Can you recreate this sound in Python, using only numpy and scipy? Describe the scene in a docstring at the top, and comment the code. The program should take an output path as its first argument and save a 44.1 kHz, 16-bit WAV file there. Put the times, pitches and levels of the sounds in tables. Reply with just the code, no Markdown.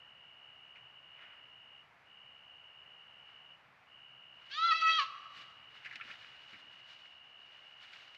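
"""A fawn gives one loud bleat that cracks and falls away, and the night-time trees ring after it.
Its voice is a stack of tones from the throat, shaped by the mouth and roughened by puffs of air.
Animals push through the brush, mostly after the cry: leaves rustle, stalks crunch, feet thud.
A cricket trills by scraping its wings, pausing twice, over a soft hush and a far-off rumble."""
import sys
import numpy as np
from scipy import signal
from scipy.fft import rfft, irfft, next_fast_len
from scipy.io import wavfile
from scipy.ndimage import map_coordinates

SR = 44100
rng = np.random.default_rng(int(sys.argv[2]) if len(sys.argv) > 2 else 0)


def store_pcm(level_fs):
    """Save levels as 16-bit WAV."""
    pcm = np.round(np.clip(level_fs, -1, 1) * 32767).astype(np.int16)
    wavfile.write(sys.argv[1], SR, np.atleast_2d(pcm).T)


N = 360297

# tone colour of rubbed stems (frequency [Hz], relative level [dB])
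STEM_COLOUR = [(100, -33.5), (400, -15.5), (950, -13.5), (1400, 1), (2500, 1), (3300, -10.5), (5000, -32.5),
               (8000, -49.5)]
# tone colour of dry leaf tips (frequency [Hz], relative level [dB])
LEAF_COLOUR = [(1500, -14.5), (3000, 5.5), (4000, 3.5), (5200, -4), (7000, -15.5), (8800, -26.5),
               (14000, -35)]


def fawn(jitter=0.0118, shimmer=0.84, flutter_db=5, wobble=0.95, mouth_db=10, mouth_width_hz=480):
    """A strained bleat: the vocal folds buzz, the moving mouth lifts some overtones, and air rasps."""
    # overtones of the throat (frequency [Hz], relative level [dB])
    throat = [(1700, 6), (2600, -0.5), (3300, -1.5), (3900, -1), (4600, -4), (5200, -16), (5900, -18),
              (6600, -28), (7300, -33), (8500, -51.5), (13000, -69)]
    # tone colour of the rasp (frequency [Hz], relative level [dB])
    rasp_colour = [(300, -34.5), (800, -25), (1200, -11), (2000, -4), (2900, 16), (4300, -0.5), (6000, 2),
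                   (8000, -51), (14000, -58.5)]
    gate, pitch, octave_db, over_db, mouth_hz, rough = bleat_shape()
    on = gate > 0
    shaky_pitch = pitch * (1 + jitter * (0.13 + 2 * rough) * walk(700))
    phase = 2 * np.pi * np.cumsum(shaky_pitch)[on] / SR
    overtones, power = 0, 0
    for k in np.arange(3, 17):
        hz = k * pitch[on]
        mouth_lift = undb(mouth_db * np.exp(-((hz - mouth_hz[on]) / mouth_width_hz) ** 2))
        # high tones flutter most, in level and timing, as the head moves behind the leaves
        flutter = np.minimum(hz / 4000, 1) ** 2
        gain = gain_at(hz, throat) * mouth_lift * undb(flutter_db * flutter * walk(70)[on])
        lag = rng.uniform(0, 2 * np.pi) + wobble * flutter * (walk(100) + rough * walk(400))[on]
        overtones += gain * np.sin(k * phase + lag)
        power += gain ** 2
    # where the voice is rough the folds shut with uneven force
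    overtones = overtones / np.sqrt(power) * (1 + shimmer * rough * walk(600))[on]
    # the cry starts thin; its lowest tone grows once the pitch has settled
    lowest_db = over_db[on] + np.interp(clock()[on], [4.68, 4.77], [-38, -29])
    core = undb(octave_db[on]) * np.sin(2 * phase) + undb(lowest_db) * np.sin(phase)
    # air escapes in a puff each time the folds open
    rasp = (noise(rasp_colour) * rough * undb(over_db - 9))[on] * (1 + np.cos(phase))
    voice = np.zeros(N)
    voice[on] = np.sqrt(2) * (core + undb(over_db[on]) * overtones) + rasp
    return gate * voice


def bleat_shape(start_s=4.495, end_s=5.05, attack_s=0.042, release_s=0.029, settle_s=0.038):
    """How the bleat moves over time: it starts and ends rough, and cracks three times."""
    # the pitch scoops up, slips at a crack, holds and falls away (time [s], pitch [Hz])
    melody = [(4.51, 522), (4.585, 634), (4.66, 680.6), (4.705, 669.3), (4.72, 635.7), (4.765, 662),
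              (4.82, 649.8), (4.978, 648.2), (5.008, 561.6), (5.05, 521)]
    # where the mouth rings (time [s], frequency [Hz])
    mouth = [(4.52, 3120), (4.6, 3790), (4.7, 3380), (4.725, 2100), (4.79, 3420), (4.84, 2352), (4.9, 2380),
             (4.94, 3500), (4.99, 2752)]
    # the voice's effort (time [s], tone an octave above the pitch [dB], higher overtones [dB])
    effort = [(4.52, -72.5, -45.5), (4.585, -37, -42.5), (4.645, -28, -39), (4.725, -29, -35),
              (4.795, -43, -39.5), (4.83, -27.5, -38.5), (4.89, -27.5, -29.5), (4.935, -35.5, -31.5),
              (4.975, -33, -38), (5.025, -36.5, -38.5)]
    # cracks in the voice (time [s], added roughness [0-1], jump in level [dB])
    cracks = [(4.724, 0.06, 3.5), (4.817, 0.34, 1.5), (4.994, 0.17, 6.5)]
    pitch, = curves(melody)
    mouth_hz, = curves(mouth)
    octave_db, over_db = curves(effort)
    since, left = np.maximum(clock() - start_s, 0), np.maximum(end_s - clock(), 0)
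    gate = np.minimum(since / attack_s, 1) * np.minimum(left / release_s, 1)
    rough = 0.15 + 0.65 * np.exp(-(np.minimum(since, left) / settle_s) ** 2)
    for at, added_rough, jump_db in cracks:
        crack = bump(at, half_s=0.0093)
        rough += added_rough * crack
        octave_db += jump_db * crack
        over_db += jump_db * crack
    octave_db -= 25 * bump(4.795, half_s=0.017)  # this tone drops out for a moment
    return gate, pitch, octave_db, over_db, mouth_hz, rough


def brush(rise_share=0.43, stir_stems_db=-76, stir_leaves_db=-97):
    """Bodies drag through softly stirring stems and leaves: each push is a swelling patter of ticks."""
    # pushes through the brush (peak time [s], stem level [dB], leaf level [dB], fade time [s])
    pushes = [(1.226, -54, -78, 0.1), (3.3, -66.5, -77.5, .12), (4.5, -60.5, -66, 0.19),
              (4.98, -53, -61, 0.21), (5.379, -57.5, -60.5, 0.1), (5.751, -68, -69.5, 0.082),
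              (5.87, -57.5, -66.5, 0.31), (6.08, -54, -61.5, 0.096), (6.21, -58.5, -63, 0.25),
              (6.51, -60, -64.5, 0.23), (6.73, -65, -68, 0.053), (6.9, -64.5, -65, 0.21),
              (7.55, -67, -71.5, 0.6), (7.83, -59, -62.5, 0.07), (7.95, -58, -60.5, 0.16)]
    t = clock()
    stems, leaves = undb(stir_stems_db), undb(stir_leaves_db)
    for at, stems_db, leaves_db, fade_s in pushes:
        from_peak = np.maximum(t - at, (at - t) / rise_share)  # builds faster than it fades
        push = np.exp(-np.minimum(from_peak / fade_s, 20))
        stems = np.hypot(stems, undb(stems_db) * push)
        leaves = np.hypot(leaves, undb(leaves_db) * push)
    surge = undb(1.7 * walk(45))
    return surge * (stems * noise(STEM_COLOUR, grain_db=2) + leaves * noise(LEAF_COLOUR, grain_db=1))


def crunches(ring_width_hz=690):
    """A stalk gives way in a burst of snapping fibres that ring its hollow stem."""
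    # breaking stalks (time [s], level [dB], ring [Hz], fade time [s], sharp crack against ring [dB])
    stalks = [(.756, -54.5, 2380, 0.026, -19), (5.847, -45.5, 2370, 0.013, -11),
              (5.857, -43, 2052, 0.014, -18), (5.911, -44, 2070, .008, -16), (5.926, -49, 1770, 0.02, -10),
              (5.956, -37.5, 2550, 0.005887, -8.5), (6.011, -39, 2400, 0.0089, -30),
              (6.019, -47, 1970, .004, -24), (6.098, -45.5, 1480, .013, -19),
              (6.112, -38, 2600, 0.0028, -20), (6.532, -51.5, 2134, .02, -22),
              (7.054, -53.5, 2296, .009, -15.5), (7.9338, -38.5, 2520, 0.0021, -16),
              (8.146, -53.5, 2470, .0054, -2)]
    fibres, crack = noise(STEM_COLOUR), noise(LEAF_COLOUR)
    sound = np.zeros(N)
    for at, db, hz, fade_s, crack_db in stalks:
        ring = signal.lfilter(*signal.iirpeak(hz, hz / ring_width_hz, fs=SR), fibres)
        sound += undb(db) * blow(at, fade_s) * (unit(ring) + undb(crack_db) * crack)
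    return sound


def knock(at_s=6, level_db=-44, pitch_hz=1368, fade_s=0.01):
    """A struck hollow stem rings briefly on one note without breaking."""
    return undb(level_db) * blow(at_s, fade_s) * unit(np.sin(2 * np.pi * pitch_hz * clock()))


def thuds(fade_s=0.027):
    """Feet land dully on soft soil."""
    # footfalls (time [s], level [dB])
    steps = [(5.37, -64.5), (5.721, -82), (5.955, -71), (5.859, -72), (6.047, -66), (6.097, -65),
             (6.531, -62.5), (6.643, -66)]
    # tone colour of a footfall (frequency [Hz], relative level [dB])
    soil = [(30, -32), (80, -1), (160, 8.5), (300, 6.5), (600, -16), (1200, -16), (4000, -69)]
    return noise(soil) * sum(undb(db) * blow(at, fade_s) for at, db in steps)


def cricket(stroke_hz=68.28, level_db=-59, scatter_db=-6, scatter_s=0.067):
    """Each wing stroke rings one short note that sags in pitch; the grass scatters it."""
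    # one wing stroke (progress [0-1], pitch [Hz], relative level [dB])
    stroke = [(0, 2910, -35), (0.099, 2970, -13), (0.219, 2933, -3), (.4, 2928, -3.5), (0.602, 2860, -4),
              (.76, 2756, -10), (.88, 2680, -14), (1, 2664, -36.5)]
    # stretches of song (start [s], end [s])
    trills = [(-0.2, 1.835), (2.034, 3.57), (3.85, 8.4)]
    # missed strokes, where the song dips briefly (time [s])
    missed = [0.144, .925, 1.02, 2.85, 5.55, 5.82, 8.065]
    t = clock()
    progress = np.cumsum(stroke_hz * (1 + 0.003045 * walk(30))) / SR % 1
    share, hz, db = np.transpose(stroke)
    grid = np.arange(int(SR / stroke_hz)) * stroke_hz / SR
    cycles = np.interp(progress, grid, np.cumsum(np.interp(grid, share, hz)) / SR)
    # the wings catch a little differently on every stroke
    notes = np.sin(2 * np.pi * cycles + walk(70)) * undb(np.interp(progress, share, db) + 0.4 * walk(40))
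    singing = sum(np.clip((t - start) / 0.087, 0, 1) * np.clip((end - t) / 0.02, 0, 1)
                  for start, end in trills)
    song = notes * singing * (1 - 0.66 * sum(bump(at, half_s=0.0097) for at in missed))
    wavering = song * np.cos(2.76 * walk(45))
    lag = t[:SR // 4]
    grass = rng.standard_normal(len(lag)) * np.exp(-lag / scatter_s)
    scattered = signal.fftconvolve(wavering, grass)[:N]
    return undb(level_db) * unit(unit(song) + undb(scatter_db) * unit(scattered))


def frond_echo(sound):
    """Nearby palm leaves scatter a short wash of sound, strongest in the treble."""
    # what the leaves send back (frequency [Hz], gain [dB])
    fronds = [(1300, -9.5), (2000, -18.5), (2600, -4.5), (3300, -2.5), (4500, -3), (8000, -3.5)]
    return echo(sound, fronds, gain_db=-1, ring_s=0.26, delay_s=0.0034)


def tree_echo(sound):
    """Far trunks return a long, faint echo."""
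    # what the trunks send back (frequency [Hz], gain [dB])
    trunks = [(500, 7), (1100, 10), (1300, 1), (1600, -2.5), (2800, -4.5), (4500, -2), (8000, -1.5)]
    return echo(sound, trunks, gain_db=-18.5, ring_s=1.46, delay_s=0.055)


def night(hush_db=-65, swell_at_s=5.9, swell_db=3.6):
    """A soft, steady hush lies over a far-off rumble that holds, swells once and sinks back."""
    # still night air and faint hiss (frequency [Hz], relative level [dB])
    air = [(25, -21.5), (120, -8.5), (360, -8.5), (700, 0.5), (1300, 1), (2500, -1.5), (3400, -13),
           (4800, -19.5), (8500, -35), (14000, -38.5)]
    # tone colour of the rumble (frequency [Hz], relative level [dB])
    rumble = [(25, -20), (50, -21), (80, -4), (100, -8), (125, 1.5), (180, -9), (300, -16.5), (800, -44.5)]
    rumble_db = np.interp(clock(), [swell_at_s, N / SR], [-79, -84.5])
    rumble_db += swell_db * bump(swell_at_s, half_s=0.6)
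    return noise(air) * undb(hush_db + 0.28 * walk(4.5)) + noise(rumble) * undb(rumble_db)


def echo(sound, points, gain_db, ring_s, delay_s):
    """A dense cloud of reflections with its own tone colour, fading by 60 dB in ring_s."""
    t = clock()[:2 * SR]
    tail = rng.standard_normal(len(t)) * np.exp(-np.log(1000) * t / ring_s) * (t > delay_s)
    return undb(gain_db) * signal.fftconvolve(sound, colour(tail / np.linalg.norm(tail), points))[:N]


def noise(points, grain_db=0):
    """Noise of strength 1 with a given tone colour; grain_db breaks it into short, uneven grains."""
    size = next_fast_len(N, True)
    grains = np.repeat(rng.exponential(size=size // 32 + 1), 32)[:size]
    grainy = rng.standard_normal(size) * undb(grain_db * np.minimum(grains, 6))
    return unit(colour(grainy, points)[:N])


def colour(x, points):
    """Filter a sound by a table of (frequency [Hz], gain [dB])."""
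    return irfft(rfft(x) * gain_at(np.fft.rfftfreq(len(x), 1 / SR), points), len(x))


def gain_at(hz, points):
    """Look up gains in a table of (frequency [Hz], gain [dB])."""
    table_hz, db = np.transpose(points)
    return undb(np.interp(np.log(hz + 1), np.log(table_hz), db))


def walk(rate):
    """A random wander of size about 1 that turns rate times a second."""
    steps = rng.standard_normal(N // 4)
    return map_coordinates(steps, [clock() * rate], order=1, mode="wrap") * np.sqrt(3 / 2)


def blow(start_s, fade_s):
    """The loudness of a hit: it rises quickly, then dies away."""
    age = np.maximum(clock() - start_s, 0)
    return np.minimum(age / 0.00074, 1) * np.exp(-np.minimum(age / fade_s, 50))


def bump(at, half_s):
    """A smooth rise and fall around one moment, 1 at the top."""
    return np.exp(-((clock() - at) / half_s) ** 2)


def curves(table):
    """Join each column of a table with straight lines over time."""
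    times, *columns = np.transpose(table)
    return [np.interp(clock(), times, column) for column in columns]


def undb(db):
    """Turn decibels into a multiplier."""
    return 10 ** (np.asarray(db) / 20)


def unit(x):
    """Scale a sound to an average strength (rms) of 1."""
    return x / np.sqrt(np.mean(x ** 2))


def clock():
    """The time of every sample, in seconds."""
    return np.arange(N) / SR


def scene():
    """Mix the animals, their echoes and the night into one channel."""
    bleat = fawn()
    animals = bleat + crunches() + knock() + thuds()
    return (animals + frond_echo(bleat) + tree_echo(animals) + brush() + cricket() + night())[None]


def record(dry, top_hz=14400):
    """A steep filter cuts the highest treble."""
    return signal.sosfilt(signal.ellip(8, .2, 70, top_hz, fs=SR, output="sos"), dry)


dry = scene()
out = record(dry)
store_pcm(out)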